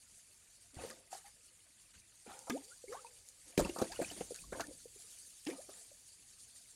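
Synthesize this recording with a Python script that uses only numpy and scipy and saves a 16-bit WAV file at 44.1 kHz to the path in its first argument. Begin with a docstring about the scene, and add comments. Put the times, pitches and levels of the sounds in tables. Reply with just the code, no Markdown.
"""Bamboo raft on a calm river

Water slaps and spatters against the poles in short irregular bursts, made of shaped noise and small bubbles.
Trapped air plops and glugs with rising pitch (gliding sines), and single drops tick (very short noise).
A fine high fizz of tiny ringing bubbles runs all the way through.
The raft's poles ring along, and it rumbles faintly (low noise) under the heavier water."""
import sys
import numpy as np
from scipy import signal
from scipy.fft import rfft, irfft, next_fast_len
from scipy.io import wavfile

SR = 44100
rng = np.random.default_rng(int(sys.argv[2]) if len(sys.argv) > 2 else 0)


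def master(y):
    """Save y as 16-bit WAV."""
    cut = np.clip(np.atleast_2d(y).T, -1, 1)
    pcm = np.round(cut * 32767)  # scale
    wavfile.write(sys.argv[1], SR, pcm.astype(np.int16))


N = 297939
PADDED = next_fast_len(N, real=True)  # a length that the Fourier transform handles quickly

# wavelets running along the poles: t/s, slosh level/dB, gurgle level/dB, spatter level/dB, fizz level/dB,
# gurgle f/Hz, length/s
WAVELETS = [(0.721, -64.5, -62, -68.5, -61, 258, 0.12), (0.76, -59.5, -54, -58.5, -55, 520, 0.16),
            (1.098, -76, -59.5, -65.5, -52.5, 767, 0.11), (1.246, -90, -79, -66, -60.5, 700, 0.054),
            (1.931, -78, -84, -65.5, -63.5, 396, 0.046), (2.248, -65, -53, -62.5, -75, 794, .14),
            (2.32, -89, -62, -85, -67, 500, 0.12), (2.488, -66, -61, -65, -58.5, 455.7, 0.16),
            (2.87, -88, -59, -66.5, -61, 480, 0.21), (3.436, -70, -80, -68.5, -79, 755, 0.17),
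            (3.567, -67, -44, -55, -52, 339, .17), (3.762, -55, -58, -59, -58, 330, 0.17),
            (3.88, -78, -67, -60, -73, 1400, 0.3), (3.967, -63.5, -70, -68, -56.5, 507, 0.36),
            (4.152, -57, -58.5, -61, -56.5, 330, .085), (4.34, -85, -58, -66.5, -52, 1530, 0.039),
            (4.532, -54, -53, -61.5, -55.5, 285, 0.12), (4.675, -64, -50.5, -84, -78, 290, 0.038),
            (4.89, -79.5, -86, -74.5, -59.5, 435, 0.5), (5.455, -53, -57, -60.5, -54.5, 717, 0.12),
            (5.691, -73, -74, -69.5, -58.5, 448, 0.2), (6.542, -84, -87, -76, -60, 450, 0.058)]
WAVELET_ATTACK = 0.25  # share of a wavelet's length that sets how slowly it swells

# colour of the fine fizz, also used for drops: f/Hz, level per Hz/dB
FIZZ_COLOUR = [(2500, -17), (3700, -8), (4100, -7.5), (4550, -1), (5200, -6.5), (6200, -2.5), (7000, 1),
               (7900, -1.5), (8900, 2.5), (10000, 0), (11000, -5.5), (12200, -13), (14000, -22),
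               (15700, -25.5)]


def from_db(db):
    """Turn decibels into a gain."""
    return 10 ** (np.asarray(db) / 20)


def rms_one(x):
    """Scale a sound to an average strength (rms) of 1."""
    return x / np.sqrt(np.mean(x ** 2) + 1e-20)


def add(out, s, sound):
    """Mix a sound in at time s."""
    at = max(round(s * SR), 0)
    out[at:at + len(sound)] += sound[:max(N - at, 0)]


def coloured(x, spectrum):
    """Give a steady texture its colour, falling away beyond the ends; rms 1."""
    hz, db = np.transpose(spectrum)
    octave = np.log2(np.maximum(np.arange(PADDED // 2 + 1) * SR / PADDED, 1))
    octaves_outside = np.abs(octave - np.clip(octave, np.log2(hz[0]), np.log2(hz[-1])))
    gain = from_db(np.interp(octave, np.log2(hz), db) - 18 * octaves_outside)
    return rms_one(irfft(rfft(x, PADDED) * gain, PADDED)[:N])


def resonance(x, hz, width_hz):
    """Ring at one pitch: a two-pole resonance with gain 1 on top; a narrower one rings longer."""
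    r = np.exp(-np.pi * width_hz / SR)
    numerator = np.array([1, 0, -1]) * (1 - r * r) / 2
    denominator = [1, -2 * r * np.cos(2 * np.pi * hz / SR), r * r]
    return signal.lfilter(numerator, denominator, x + 1e-18)


def flutter(per_s, depth_db):
    """A gain that wanders at random between values drawn per_s times a second."""
    knots = rng.standard_normal(4000)
    wander = np.interp(np.arange(N) / SR * per_s, np.arange(len(knots)), knots)
    return from_db(depth_db * wander)


def burst(length, attack):
    """Envelope of height 1 that swells, then dies away."""
    t = np.arange(int(6 * length * SR) + 2) / SR
    swelling = 1 - np.exp(-(t / (attack * length)) ** 2)
    shape = swelling * np.exp(-2 * t / length)
    return t, shape / shape.max()


def swells(rows, attack, calm_db):
    """Level of a texture: each row (t/s, level/dB, length/s) swells and dies over the calm; their powers add."""
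    power = np.full(N, from_db(calm_db) ** 2)
    for s, db, length in rows:
        add(power, s, (from_db(db) * burst(length, attack)[1]) ** 2)
    return np.sqrt(power)


def grains(spectrum, per_s, size_db, sharpness, smooth_db):
    """Countless tiny bubbles of random size and pitch, over the smooth noise of those too small to tell apart."""
    present = rng.random(N) < per_s / SR
    sizes = from_db(size_db * np.minimum(rng.exponential(1, N), 4))
    clicks = present * sizes * rng.choice([-1, 1], N)
    pitches = np.geomspace(spectrum[0][0], min(spectrum[-1][0], SR / 2 - 2000), 20)
    dealt = rng.integers(0, 20, N)  # which pitch each click sets ringing
    rings = sum(resonance(clicks * (dealt == k), hz, hz / sharpness) for k, hz in enumerate(pitches))
    smooth = coloured(rng.standard_normal(N), spectrum)
    return rms_one(coloured(rings, spectrum) + from_db(smooth_db) * smooth)


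def splashes(slosh, spray, blur_db=-6, blur_width=0.17):
    """Each splash shoves the water, throws spray and leaves a cloud of small bubbles in a blur of the same pitch."""
    # sharp splashes: t/s, slosh level/dB, spatter level/dB, spray level/dB, spatter f/Hz, length/s
    splash_rows = [(0.837, -62, -72, -58, 1140, 0.089), (0.897, -60, -54, -55.5, 1567, .014),
                   (1.116, -73, -66, -57.5, 1570, 0.057), (2.279, -73, -67, -66, 1356, .06),
                   (2.467, -69, -47.5, -68, 824, .018), (2.4968, -37, -37.5, -38.5, 1060, 0.0056),
                   (2.5, -43, -42, -61, 2480, 0.0095), (2.919, -70, -51.5, -59, 1327, 0.023),
                   (3.575, -41, -36.5, -35, 2100, 0.0094), (3.588, -26, -43, -37.5, 1300, .017),
                   (3.646, -37, -48.5, -49, 957, 0.019), (3.691, -43, -54.5, -51, 2780, 0.0087),
                   (3.76, -41, -44.5, -60, 1015, 0.01), (3.781, -44, -48, -47.5, 1156, 0.02),
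                   (3.814, -28, -53, -42.5, 1405, 0.013), (3.917, -82, -52.5, -46, 1800, 0.014),
                   (4.011, -39, -48.5, -51.5, 1640, 0.021), (4.109, -50.5, -59, -51.5, 2030, 0.015),
                   (4.206, -40.5, -51.5, -56, 2380, 0.01), (4.519, -44.5, -48.5, -61, 1550, 0.025),
                   (4.595, -39.5, -39, -50, 1230, 0.0067), (4.603, -48.5, -44.5, -42.5, 1756, .015),
                   (5.463, -54, -48, -50, 2380, 0.022), (5.5, -55, -49, -54, 2360, .0093),
                   (5.684, -56, -65, -59.5, 1170, 0.026)]
    out = np.zeros(N)
    for s, slosh_db, spatter_db, spray_db, hz, length in splash_rows:
        shape = burst(length, attack=0.3)[1]
        size = np.linalg.norm(shape)
        span = round(s * SR) + np.arange(len(shape))
        blur = resonance(rng.standard_normal(len(shape)), hz, blur_width * hz)
        layers = (slosh[span], slosh_db), (blur, spatter_db + blur_db), (spray[span], spray_db)
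        for texture, db in layers:
            shaped = shape * texture
            add(out, s, from_db(db) * size * shaped / np.linalg.norm(shaped))
        add(out, s, from_db(spatter_db) * size * bubble_cloud(hz, length))
    return out


def bubble_cloud(hz, length, per_s=800, spread_octaves=.33, cycles=14.0, size_db=4):
    """The small bubbles beaten in by one splash, scattered about one pitch; unit energy."""
    out = np.zeros(int(6 * length * SR) + SR // 4)
    draws = rng.standard_normal((120, 4))[:4 + int(per_s * length)]
    for a, b, pitch, size in draws:
        born = length * (a * a + b * b) / 4  # most are born early, a few late
        bubble_hz = hz * 2 ** (spread_octaves * np.clip(pitch, -2, 2))
        add(out, born, from_db(size_db * size) * bubble(bubble_hz, cycles))
    return out / np.linalg.norm(out)


def bubble(hz, cycles, rise=.05):
    """One small bubble: a damped sine that drifts up in pitch."""
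    t, shape = burst(cycles / hz, attack=0.37)
    return shape * np.sin(2 * np.pi * hz * t * (1 + rise * t * hz / (2 * cycles)))


def plops(rise=0.025):
    """A pocket of air rings briefly, drifting up in pitch; gentler and lower ones ring longer."""
    # air pockets slapped shut between the poles, and small ringing bubbles: t/s, peak level/dB, f/Hz
    plop_rows = [(.767, -43, 93), (.788, -43, 710), (.836, -39.5, 462), (.847, -37.5, 465),
                 (1.128, -36.5, 750), (1.15, -42.5, 766), (2.263, -49, 457), (2.274, -50, 226),
                 (2.502, -35, 330), (2.839, -43.5, 482), (2.881, -52, 2160), (3.046, -45, 918),
                 (3.065, -54.5, 2500), (3.5769, -20, 403), (3.578, -23, 165), (3.588, -21.5, 303),
                 (3.606, -29, 470), (3.647, -38, 2640), (3.695, -33, 350), (3.696, -44, 2760),
                 (3.8, -39.5, 780), (3.819, -29, 427), (3.823, -28.5, 182), (3.959, -46, 2840),
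                 (3.991, -29, 480), (4, -26, 537), (4.014, -29, 340), (4.046, -38, 2450),
                 (4.101, -42, 2960), (4.209, -30, 458), (4.307, -37, 485), (4.319, -38.5, 433),
                 (4.387, -51, 2470), (4.438, -56, 1090), (4.524, -37, 470), (4.709, -46, 508),
                 (4.855, -44.5, 460), (4.959, -55.5, 400), (5.041, -64, 426), (5.491, -35, 464.2),
                 (5.692, -48, 604), (5.914, -55, 573)]
    base_s = 0.0081  # length for a 500 Hz pocket at -35 dB
    pitch_power, db_per_doubling = .16, 29  # higher pitch shortens; this many dB gentler doubles the length
    out = np.zeros(N)
    for s, db, hz in plop_rows:
        length = base_s * (500 / hz) ** pitch_power * 2 ** ((-35 - db) / db_per_doubling)
        t, shape = burst(length, attack=0.19)
        phase = 2 * np.pi * np.cumsum(hz * (1 + rise * t / length)) / SR
        add(out, s, from_db(db) * shape * np.sin(phase) * rng.choice([-1, 1]))
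    return out


def glugs(bend=1.52, swell=0.62):
    """A bubble's pitch climbs ever faster as the water above it thins; its loudness wobbles."""
    # larger bubbles nearing the surface: t/s, peak level/dB, first f/Hz, climb/(octaves per s), length/s
    glug_rows = [(1.243, -58, 793, 2, 0.049), (2.502, -39, 226, 7.8, 0.078), (2.525, -40, 376, 24.4, 0.061),
                 (2.56, -53.5, 252, 4.2, 0.068), (2.626, -67.5, 391, 7.2, 0.1),
                 (2.709, -58, 1360, 9.8, 0.038), (2.878, -47, 377, 11.7, 0.075),
                 (2.916, -43, 427, 30.6, 0.0524), (2.935, -62.5, 1395, 10, 0.051),
                 (2.939, -52.5, 973, 8.6, 0.078), (2.96, -67, 421, 2.2, 0.12),
                 (3.052, -60, 872, 8.5, 0.037), (3.61, -34, 300, 11, 0.023), (3.895, -49, 644, 18, .05),
                 (5.467, -37, 271, 18.5, .046), (5.506, -50, 261, 2.8, 0.063), (5.508, -52, 467, 8, 0.033),
                 (5.58, -49, 470, 27, 0.036)]
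    out = np.zeros(N)
    for s, db, first_hz, climb, length in glug_rows:
        progress = np.linspace(0, 1, int(length * SR))
        hz = first_hz * 2 ** (climb * length * progress ** bend)
        shape = np.sin(np.pi * progress ** swell)
        add(out, s, from_db(db) * shape * np.sin(2 * np.pi * np.cumsum(hz) / SR))
    return out * flutter(per_s=260, depth_db=2.5)


def gurgles(width_share=0.25):
    """Each wavelet churns a gap between the poles, which rings roughly at its own pitch."""
    # ways the water in a gap rings: multiple of the wavelet's pitch, level/dB
    gap_modes = [(1, -4), (1.7, -10)]
    out = np.zeros(N)
    churn = rng.standard_normal(N)
    for s, _, db, _, _, hz, length in WAVELETS:
        shape = burst(length, WAVELET_ATTACK)[1]
        stirring = churn.take(round(s * SR) + np.arange(len(shape)), mode="wrap")
        for multiple, mode_db in gap_modes:
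            centre, width = multiple * hz, width_share * hz
            gurgle = shape * resonance(resonance(stirring, centre, width), centre, width)
            add(out, s, from_db(db + mode_db) * np.linalg.norm(shape) * gurgle / np.linalg.norm(gurgle))
    return out


def slosh_texture():
    """Low moving water: sharply ringing bubbles over a little smooth noise."""
    # colour of the slosh: f/Hz, level per Hz/dB
    slosh_colour = [(110, -32.5), (170, -3), (300, -0.5), (480, -0.5), (700, -1), (1000, -12),
                    (1600, -24.5)]
    return grains(slosh_colour, per_s=500, size_db=3.5, sharpness=19.0, smooth_db=-7.5)


def spatter_texture():
    """Middle-pitched spatter: ringing bubbles and smooth noise in equal strength."""
    # colour of the spatter: f/Hz, level per Hz/dB
    spatter_colour = [(600, -17), (950, -6.5), (1300, -5.5), (1700, -1), (2100, -0.5), (2350, 0.5),
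                      (2650, 0), (3300, -3.5), (4500, -6)]
    return grains(spatter_colour, per_s=1200, size_db=4.5, sharpness=24, smooth_db=0)


def spray_texture():
    """Bright spray: a dense crowd of tiny bubbles of very uneven size."""
    # colour of the spray: f/Hz, level per Hz/dB
    spray_colour = [(2400, -7.5), (3600, 2.5), (5000, 5.5), (7000, 4), (9000, 2), (11000, -3),
                    (13000, -4.5), (15500, -13)]
    return grains(spray_colour, per_s=4000, size_db=7.0, sharpness=12, smooth_db=-6.0)


def trickle(spatter_db, per_s=150, over_db=3, size_db=3, cycles=9.0):
    """Stray droplets plink at random, more often and louder the more the water is stirred."""
    out = np.zeros(N)
    stirred = np.interp(spatter_db, [-70, -60], [0, 1])  # the chance that a droplet sounds
    for when, chance, pitch, size in rng.random((1500, 4))[:int(per_s * N / SR)]:
        at = int(when * N)
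        if chance < stirred[at]:
            db = spatter_db[at] + over_db + size_db * (2.46 * size - 2.5)
            add(out, at / SR, from_db(db) * bubble(1000 * 3.3 ** pitch, cycles))
    return out


def drops():
    """A drop hits the surface with a short bright tick of noise."""
    # single drops: t/s, level/dB
    drop_rows = [(.7446, -49), (2.3912, -44), (3.0472, -54), (3.2874, -46), (4.3442, -41), (4.3605, -41),
                 (4.6697, -44), (5.1872, -46), (5.4522, -46)]
    level = np.zeros(N)
    tick = burst(length=.002, attack=.12)[1]
    for s, db in drop_rows:
        add(level, s, from_db(db) * tick)
    return level * coloured(rng.standard_normal(N), FIZZ_COLOUR)


def raft(x, ring_db=-10, scatter_db=-13, scatter_s=0.017):
    """The hollow poles ring along, and the deck scatters a short tail."""
    # hollow poles answering a blow: f/Hz, width/Hz, level/dB
    pole_rows = [(155, 86, -6.5), (330, 35, -23.5), (430, 27, -14.5), (571, 21, -24), (1240, 47, 0),
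                 (2480, 23, -21)]
    ringing = np.zeros(N)
    for k, (hz, width, db) in enumerate(pole_rows):
        ringing += (-1) ** k * from_db(db) * resonance(x, hz, width)
    t = np.arange(SR // 5) / SR
    tail = rng.standard_normal(len(t)) * np.exp(-t / scatter_s) * (t > .003)
    scattered = signal.fftconvolve(x, tail / np.linalg.norm(tail))[:N]
    return x + from_db(ring_db) * ringing + from_db(scatter_db) * scattered


def fizz(flicker_db=3.5, count=30):
    """Fine high fizz; every narrow band flickers on its own, and all a little together."""
    steady = rfft(grains(FIZZ_COLOUR, per_s=5900, size_db=2.5, sharpness=8, smooth_db=4), PADDED)
    place = np.interp(np.arange(len(steady)) * SR / PADDED, [3000, 15000], [0, count - 1])
    flickering = np.zeros(N)
    for k in range(count):
        band = irfft(steady * np.maximum(1 - abs(place - k), 0), PADDED)[:N]  # neighbours overlap
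        flickering += band * flutter(per_s=45, depth_db=flicker_db)
    return rms_one(flickering * flutter(per_s=45, depth_db=2.0))


def fizz_strength(wavelet_rows):
    """A slowly changing fizz level, freshened by each wavelet; their powers add."""
    # strength of the steady high fizz: t/s, level/dB
    steady_level = [(0.0, -63.5), (1.62, -66), (2.05, -65.5), (2.43, -60), (3.31, -61.5), (3.61, -59),
                    (3.76, -54.5), (4.03, -54.5), (4.68, -59.5), (5.74, -57.5), (5.89, -60.5), (6.76, -60)]
    s, db = np.transpose(steady_level)
    steady = from_db(np.interp(np.arange(N) / SR, s, db))
    return np.hypot(swells(wavelet_rows, WAVELET_ATTACK, -np.inf), steady)


def rumble():
    """The raft heaves under the heavier water, then settles: low noise that swells and dies away."""
    # heaves of the raft: t/s, level/dB, length/s
    heave_rows = [(.755, -58, 0.17), (1.95, -64, 0.069), (2.27, -72, 0.11), (2.85, -69, 0.18),
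                  (3.58, -40.5, 0.092), (3.78, -63, 0.84), (4.36, -60, 0.49)]
    # colour of the rumble: f/Hz, level per Hz/dB
    rumble_colour = [(18, -12), (45, 2.5), (65, -1), (100, 0), (140, -6), (260, -12.5)]
    level = swells(heave_rows, attack=0.16, calm_db=-78)
    return level * coloured(rng.standard_normal(N) * flutter(per_s=13, depth_db=1.0), rumble_colour)


def scene():
    """Wavelets and splashes stir the same slosh, wavelets freshen the fizz; bubbles and drops sound on top."""
    s, slosh_db, _, spatter_db, fizz_db, _, length = np.transpose(WAVELETS)
    # calm_db is the water between wavelets
    sloshing = swells(zip(s, slosh_db, length), WAVELET_ATTACK, calm_db=-82.5)
    spattering = swells(zip(s, spatter_db, length), WAVELET_ATTACK, calm_db=-75)
    fizzing = fizz_strength(zip(s, fizz_db, length))
    slosh = slosh_texture()
    wash = sloshing * slosh + spattering * spatter_texture()
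    wash = wash + gurgles() + trickle(20 * np.log10(spattering))
    water = wash + splashes(slosh, spray_texture()) + plops() + glugs() + drops()
    return (raft(water) + fizzing * fizz() + rumble())[None]


def record(dry):
    """The top is cut steeply above 15.8 kHz."""
    low_pass = signal.ellip(10, .1, 70, 15800, fs=SR, output="sos")  # 0.1 dB ripple, 70 dB cut
    return signal.sosfilt(low_pass, dry)


dry = scene()
out = record(dry)
master(out)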